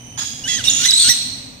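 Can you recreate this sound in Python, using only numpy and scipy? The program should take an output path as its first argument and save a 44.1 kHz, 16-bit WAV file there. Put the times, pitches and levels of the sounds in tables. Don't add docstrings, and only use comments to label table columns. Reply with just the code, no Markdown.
import sys
import numpy as np
from scipy import signal
from scipy.fft import rfft, irfft
from scipy.io import wavfile

SR = 44100
rng = np.random.default_rng(int(sys.argv[2]) if len(sys.argv) > 2 else 0)


def transcribe(u):
    v = np.clip(np.atleast_2d(u).T, -1, 1)
    q = np.round(v * 32767).astype(np.int16)
    wavfile.write(sys.argv[1], SR, q)


N = 70560

# (frequency [Hz], relative density [dB])
HUM_SPECTRUM = [(15, -40), (30, -13.5), (85, -6.5), (118, 1.5), (160, -7), (200, -9.5), (252, -2),
                (300, -9.5), (320, -20.5), (480, -17), (800, -17.5), (1500, -28), (2500, -19), (5500, -44)]
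# (time [s], level [dB])
HUM_LEVEL = [(0, -42), (0.372, -40), (.46, -37), (0.598, -35.5), (.69, -34.5), (.84, -36.5), (1.029, -45.5),
             (1.082, -31.5), (1.131, -40), (1.382, -39), (1.6, -43)]
# (frequency [Hz], left-right correlation [-1 to 1])
HUM_LIKENESS = [(60, .96), (160, .93), (270, .7), (600, .45), (1200, -.2), (2500, .05)]
HISS_DB = -55.5

# (start [s], end [s], pitch [Hz], level [dB], fall [dB/s], overtone levels [dB],
# line width of the fundamental [Hz], rasp level [dB])
ECHOES = [(0, 0.186, 3020, -47.5, -9, [0, 0.41, -11.5], 140, -14.5),
          (0.191, 0.455, 1666, -46.5, 59.5, [1, 15, 14.5, 20, -15, -26], 74, 19),
          (0.654, 0.872, 2824, -25, 49, [0, -0.96, -10], 204, 1.5)]
ECHO_EDGE_S = 0.019

# (start [s], end [s], low edge [Hz], high edge [Hz])
RUSTLE = (.18, .238, 700, 1700)
RUSTLE_DB = -37
TICK_TONES = [3440, 7320]
TICK_S, TICK_DB = .6405, -6
# (time [s], frequency [Hz], level [dB])
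BLIPS = [(.704, 1600, -33), (.922, 1600, -28), (1.05, 1550, -34)]
BLIP_S = .002

# (time [s], pitch [Hz], level [dB])
CHIRP = [(.44, 2886, -27.5), (.45, 2893, -23.5), (.478, 3083, -30.5)]
UPPER = [(.478, 3380, -23), (.52, 3320, -23.5), (.562, 3270, -24), (.578, 3050, -31)]
LOWER = [(.455, 1550, -41.5), (.476, 1572, -32), (.487, 2020, -27.5), (.548, 1963, -29.5), (.56, 1900, -33)]
FALL = [(.566, 1928, -33), (.578, 1930, -34.5), (.594, 1594, -27.5), (.612, 1400, -35.5)]
WHISTLE = [(.995, 4353, -19), (1.03, 4424, -17), (1.038, 4460, -17)]
FLICK_A = [(.668, 3870, -24), (.675, 3757, -16.5), (.687, 3653, -5), (.693, 4780, -23.5), (.697, 3827, -8),
           (.701, 3060, -24)]
FLICK_B = [(.885, 4010, -14.5), (.892, 3947, -7), (.907, 3853, -10.5), (.911, 5483, -10.5),
           (.914, 5420, -21), (.917, 4056, -12.5), (.93, 2694, -27.5)]
DROP = [(.836, 3880, -26), (.843, 3926, -23), (.851, 3507, -19), (.857, 2964, -25), (.867, 2900, -25)]
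SQUEAL = [(.698, 3345, -26), (.705, 3424, -25), (.73, 3354, -34), (.765, 3327, -30.5), (.8, 3426, -32),
          (.835, 3460, -44)]
RISE_A = [(0.8, 1397, -39), (0.836, 1448, -33.5), (.852, 1747, -28), (0.862, 2034, -24.5),
          (0.878, 2064, -30.5)]
SCREECH = [(.922, 3845, -27.5), (.936, 3925, -9.5), (.965, 4040, -15.5), (.985, 4200, -18),
           (1.02, 4240, -20), (1.05, 4209, -23), (1.09, 4098, -24.5)]
TRILL = [(.9935, 3420, -20), (1.003, 3640, -18), (1.022, 3550, -19), (1.04, 3250, -26), (1.085, 3150, -31)]
RISE_B = [(1.043, 1400, -33), (1.07, 1440, -30), (1.086, 1530, -30), (1.091, 1750, -24), (1.098, 1973, -22),
          (1.12, 1938, -25), (1.128, 1890, -30)]
# (contour, overtone levels [dB], pitch jitter [share], flutter [dB],
# trill rate [Hz, 0 for none], room send [dB])
NOTES = [(CHIRP, [0, -10, -22], .002, 1.0, 0, -9), (UPPER, [0, -1, -20], .004, 2, 0, -9),
         (LOWER, [0, -7, -22], .005, 2, 0, -7), (FALL, [0, 4, -4], .006, 2.5, 0, -6), (FLICK_A, [0, -26],
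         .004, 1.5, 0, -5), (FLICK_B, [0, -10], .004, 1.5, 0, -5), (SQUEAL, [0, 9, -14],
         .013, 4.0, 0, -1.5), (RISE_A, [0, 8, 5, 1.5, -5], .004, 2.2, 0, -8), (SCREECH, [0, -2.5, -30],
         .012, 4.5, 0, 1.5), (WHISTLE, [0], .004, 2.5, 0, -1.5), (TRILL, [0, -3], .008, 1.5, 132, -5),
         (RISE_B, [0, 6, 10, 2, -9, -15, -7], .003, 1.5, 0, -11), (DROP, [0, -15], .006, 1.5, 0, -4)]
# (frequency [Hz], gain [dB])
THROAT = [(1400, -4), (1900, -1.5), (7000, -1.5), (7800, -5.5), (8400, -1)]
# (low edge [Hz], high edge [Hz], gain [dB])
MIX_BANDS = [(2450, 2950, 30), (4500, 5700, 26)]
NOTE_EDGE_S = .003
DULLING = .05

# (frequency [Hz], relative density [dB])
RASP_SPECTRUM = [(900, -24.5), (1500, -17.5), (2450, -10), (3000, -7), (3700, -2), (5000, -9), (6500, -5.5),
                 (8500, -14), (10000, -18), (13300, -26.5), (15500, -37)]
# (time [s], level [dB])
RASP_LEVEL = [(0.439, -51), (.48, -28), (.6, -34), (.62, -48), (0.652, -30.5), (0.699, -38), (.83, -23),
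              (0.859, -18.5), (.93, -39), (1.002, -25.5), (1.1, -20.5), (1.13, -34)]
RASP_FLUTTER_DB = 1.8

# (frequency [Hz], time to fall 60 dB [s])
ROOM_T60 = [(1000, 1.1), (2600, 0.93), (5000, 1.046), (8000, 0.7), (14000, 0.71)]
BOX_DB, BOX_T60_S, ROOM_DB = -9, .02, -3.5
RING_CUT_AT_S, RING_CUT_FADE_S = 0.622, 0.06

# (frequency [Hz], left minus right [dB])
SIDE_BALANCE = [(60, 0), (160, 1), (270, 8), (450, -2.5), (1560, 5), (2700, -1), (4500, -5), (6300, -17),
                (7400, 2.5), (8500, 17), (11300, 1), (15000, -27)]
# (frequency [Hz], left minus right [rad])
SIDE_PHASE = [(500, 0), (1200, 1.2), (2500, 1.17), (5000, 1.89)]
CUTOFF_HZ = 15760


def amp(db):
    return 10 ** (np.asarray(db) / 20)


def rms_one(x):
    return x / np.sqrt(np.mean(x ** 2) + 1e-20)


def at_hz(points, hz):
    table_hz, values = np.array(points).T
    return np.interp(np.log(np.maximum(hz, 1)), np.log(table_hz), values)


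def gate(start, end, edge):
    t = np.arange(N) / SR
    return np.clip((t - start) / edge + 1, 0, 1) * np.clip((end - t) / edge + 1, 0, 1)


def drift(rate):
    r = np.exp(-2 * np.pi * rate / SR)
    noise = rng.standard_normal(N + 4000)
    return rms_one(signal.lfilter([1], [1, -2 * r, r * r], noise)[4000:])


def shaped(x, gain):
    return irfft(rfft(x) * gain(np.fft.rfftfreq(N, 1 / SR)), N)


def coloured(spectrum, channels):
    noise = rng.standard_normal((channels, N))
    return rms_one(shaped(noise, lambda hz: amp(at_hz(spectrum, hz))))


def bandpass(x, low_hz, high_hz):
    return signal.sosfilt(signal.butter(2, [low_hz, high_hz], "band", fs=SR, output="sos"), x)


def hum():
    mid, side = coloured(HUM_SPECTRUM, channels=2)

    def alike(hz):
        return np.clip(at_hz(HUM_LIKENESS, hz), -1, 1)

    mid = shaped(mid, lambda hz: np.sqrt(1 + alike(hz)))
    side = shaped(side, lambda hz: np.sqrt(1 - alike(hz)))
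    s, db = np.transpose(HUM_LEVEL)
    level = amp(np.interp(np.arange(N) / SR, s, db)) / np.sqrt(2)
    hiss = amp(HISS_DB) * coloured(RASP_SPECTRUM, channels=2)
    return level * (mid + side * np.array([[1], [-1]])) + hiss


def echoes():
    out, t = 0, np.arange(N) / SR
    for start, end, pitch_hz, db, fall_db, overtones_db, width_hz, rasp_db in ECHOES:
        lines = 0
        for k, overtone_db in enumerate(overtones_db, 1):
            noise = rng.standard_normal((2, N))
            half_width = k * width_hz / 2
            line = shaped(noise, lambda hz: 1 / (1 + ((hz - k * pitch_hz) / half_width) ** 4))
            lines = lines + amp(overtone_db) * rms_one(line)
        rasp = amp(rasp_db) * coloured(RASP_SPECTRUM, channels=2)
        level = amp(db - fall_db * (t - start)) * gate(start, end, ECHO_EDGE_S)
        out = out + (lines + rasp) * level
    return out


def rustle():
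    start, end, low_hz, high_hz = RUSTLE
    band = bandpass(rng.standard_normal((2, N)), low_hz, high_hz)
    return amp(RUSTLE_DB + 2.4 * drift(49)) * rms_one(band) * gate(start, end, .01)


def beak_tick():
    t = np.maximum(np.arange(N) / SR - TICK_S, 0)
    tones = sum(np.sin(2 * np.pi * hz * t) for hz in TICK_TONES)
    return amp(TICK_DB) * (t / 0.00045) * np.exp(-t / 0.00051) * tones


def low_blips():
    t = np.arange(N) / SR
    return sum(amp(db) * np.exp(-((t - s) / BLIP_S) ** 2) * np.sin(2 * np.pi * hz * t)
               for s, hz, db in BLIPS)


def note(contour, overtones_db, jitter, flutter_db, trill_hz):
    t = np.arange(N) / SR
    s, hz, db = np.transpose(contour)
    pitch, level_db = np.interp(t, s, hz), np.interp(t, s, db)
    phase = 2 * np.pi * np.cumsum(pitch * (1 + jitter * drift(156.6))) / SR
    under_peak_db = level_db - db.max()
    tone = 0
    for k, overtone_db in enumerate(overtones_db, 1):
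        colour_db = overtone_db + at_hz(THROAT, k * pitch) + (k - 2.5) * DULLING * under_peak_db
        audible = k * pitch < CUTOFF_HZ
        tone = tone + amp(colour_db) * np.sin(k * phase + k * k) * audible
    pulse = 2 * np.cos(np.pi * trill_hz * (t - s[0])) ** 4 if trill_hz else 1
    level = amp(level_db + flutter_db * drift(166)) * gate(s[0], s[-1], NOTE_EDGE_S)
    return np.sqrt(2) * tone * pulse * level


def throat_mix(upper, lower):
    return sum(amp(db) * bandpass(upper * lower, low_hz, high_hz) for low_hz, high_hz, db in MIX_BANDS)


def air_rasp():
    s, db = np.transpose(RASP_LEVEL)
    level_db = np.interp(np.arange(N) / SR, s, db) + RASP_FLUTTER_DB * drift(120)
    return amp(level_db) * coloured(RASP_SPECTRUM, channels=2) * gate(s[0], s[-1], NOTE_EDGE_S)


def birds():
    sung = [note(*row[:-1]) for row in NOTES]
    mixed = throat_mix(sung[1], sung[2])
    rasp = air_rasp()
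    direct = mixed + rasp + sum(sung)
    send = rasp + sum(voice * amp(row[-1]) for voice, row in zip(sung, NOTES))
    return direct, send


def echo(x, db, response):
    return amp(db) * signal.fftconvolve(x, rms_one(response) / np.sqrt(N), axes=1)[:, :N]


def room(direct, send):
    t = np.arange(N) / SR
    edges = 700 * 2 ** np.arange(0, 4.6, .5)
    white = rng.standard_normal((3, 2, N))
    tail = 0
    for k, (low_hz, high_hz) in enumerate(zip(edges, edges[1:])):
        decay = amp(-60 * t / at_hz(ROOM_T60, np.sqrt(low_hz * high_hz)))
        tail = tail + bandpass(white[k % 2], low_hz, high_hz) * decay
    tail = tail * np.clip(t / 0.019, 0, 1)
    box = white[2] * amp(-60 * t / BOX_T60_S)
    return direct + echo(direct, BOX_DB, box) + echo(send, ROOM_DB, tail)


def scene():
    direct, send = birds()
    direct = direct + beak_tick() + low_blips() + rustle()
    before = np.arange(N) < RING_CUT_AT_S * SR
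    first = room(direct * before, send * before) * gate(0, RING_CUT_AT_S, RING_CUT_FADE_S)
    second = room(direct * ~before, send * ~before)
    return first + second + echoes() + hum()


def record(dry):
    sides = []
    for x, sign in zip(dry, (1, -1)):

        def response(hz):
            colour = amp(sign * at_hz(SIDE_BALANCE, hz) / 2)
            return colour * np.exp(.5j * sign * at_hz(SIDE_PHASE, hz))

        sides.append(shaped(x, response))
    soft = .92 * np.tanh(np.array(sides) / .92)
    return signal.sosfilt(signal.cheby2(20, 60, CUTOFF_HZ, fs=SR, output="sos"), soft)


dry = scene()
out = record(dry)
transcribe(out)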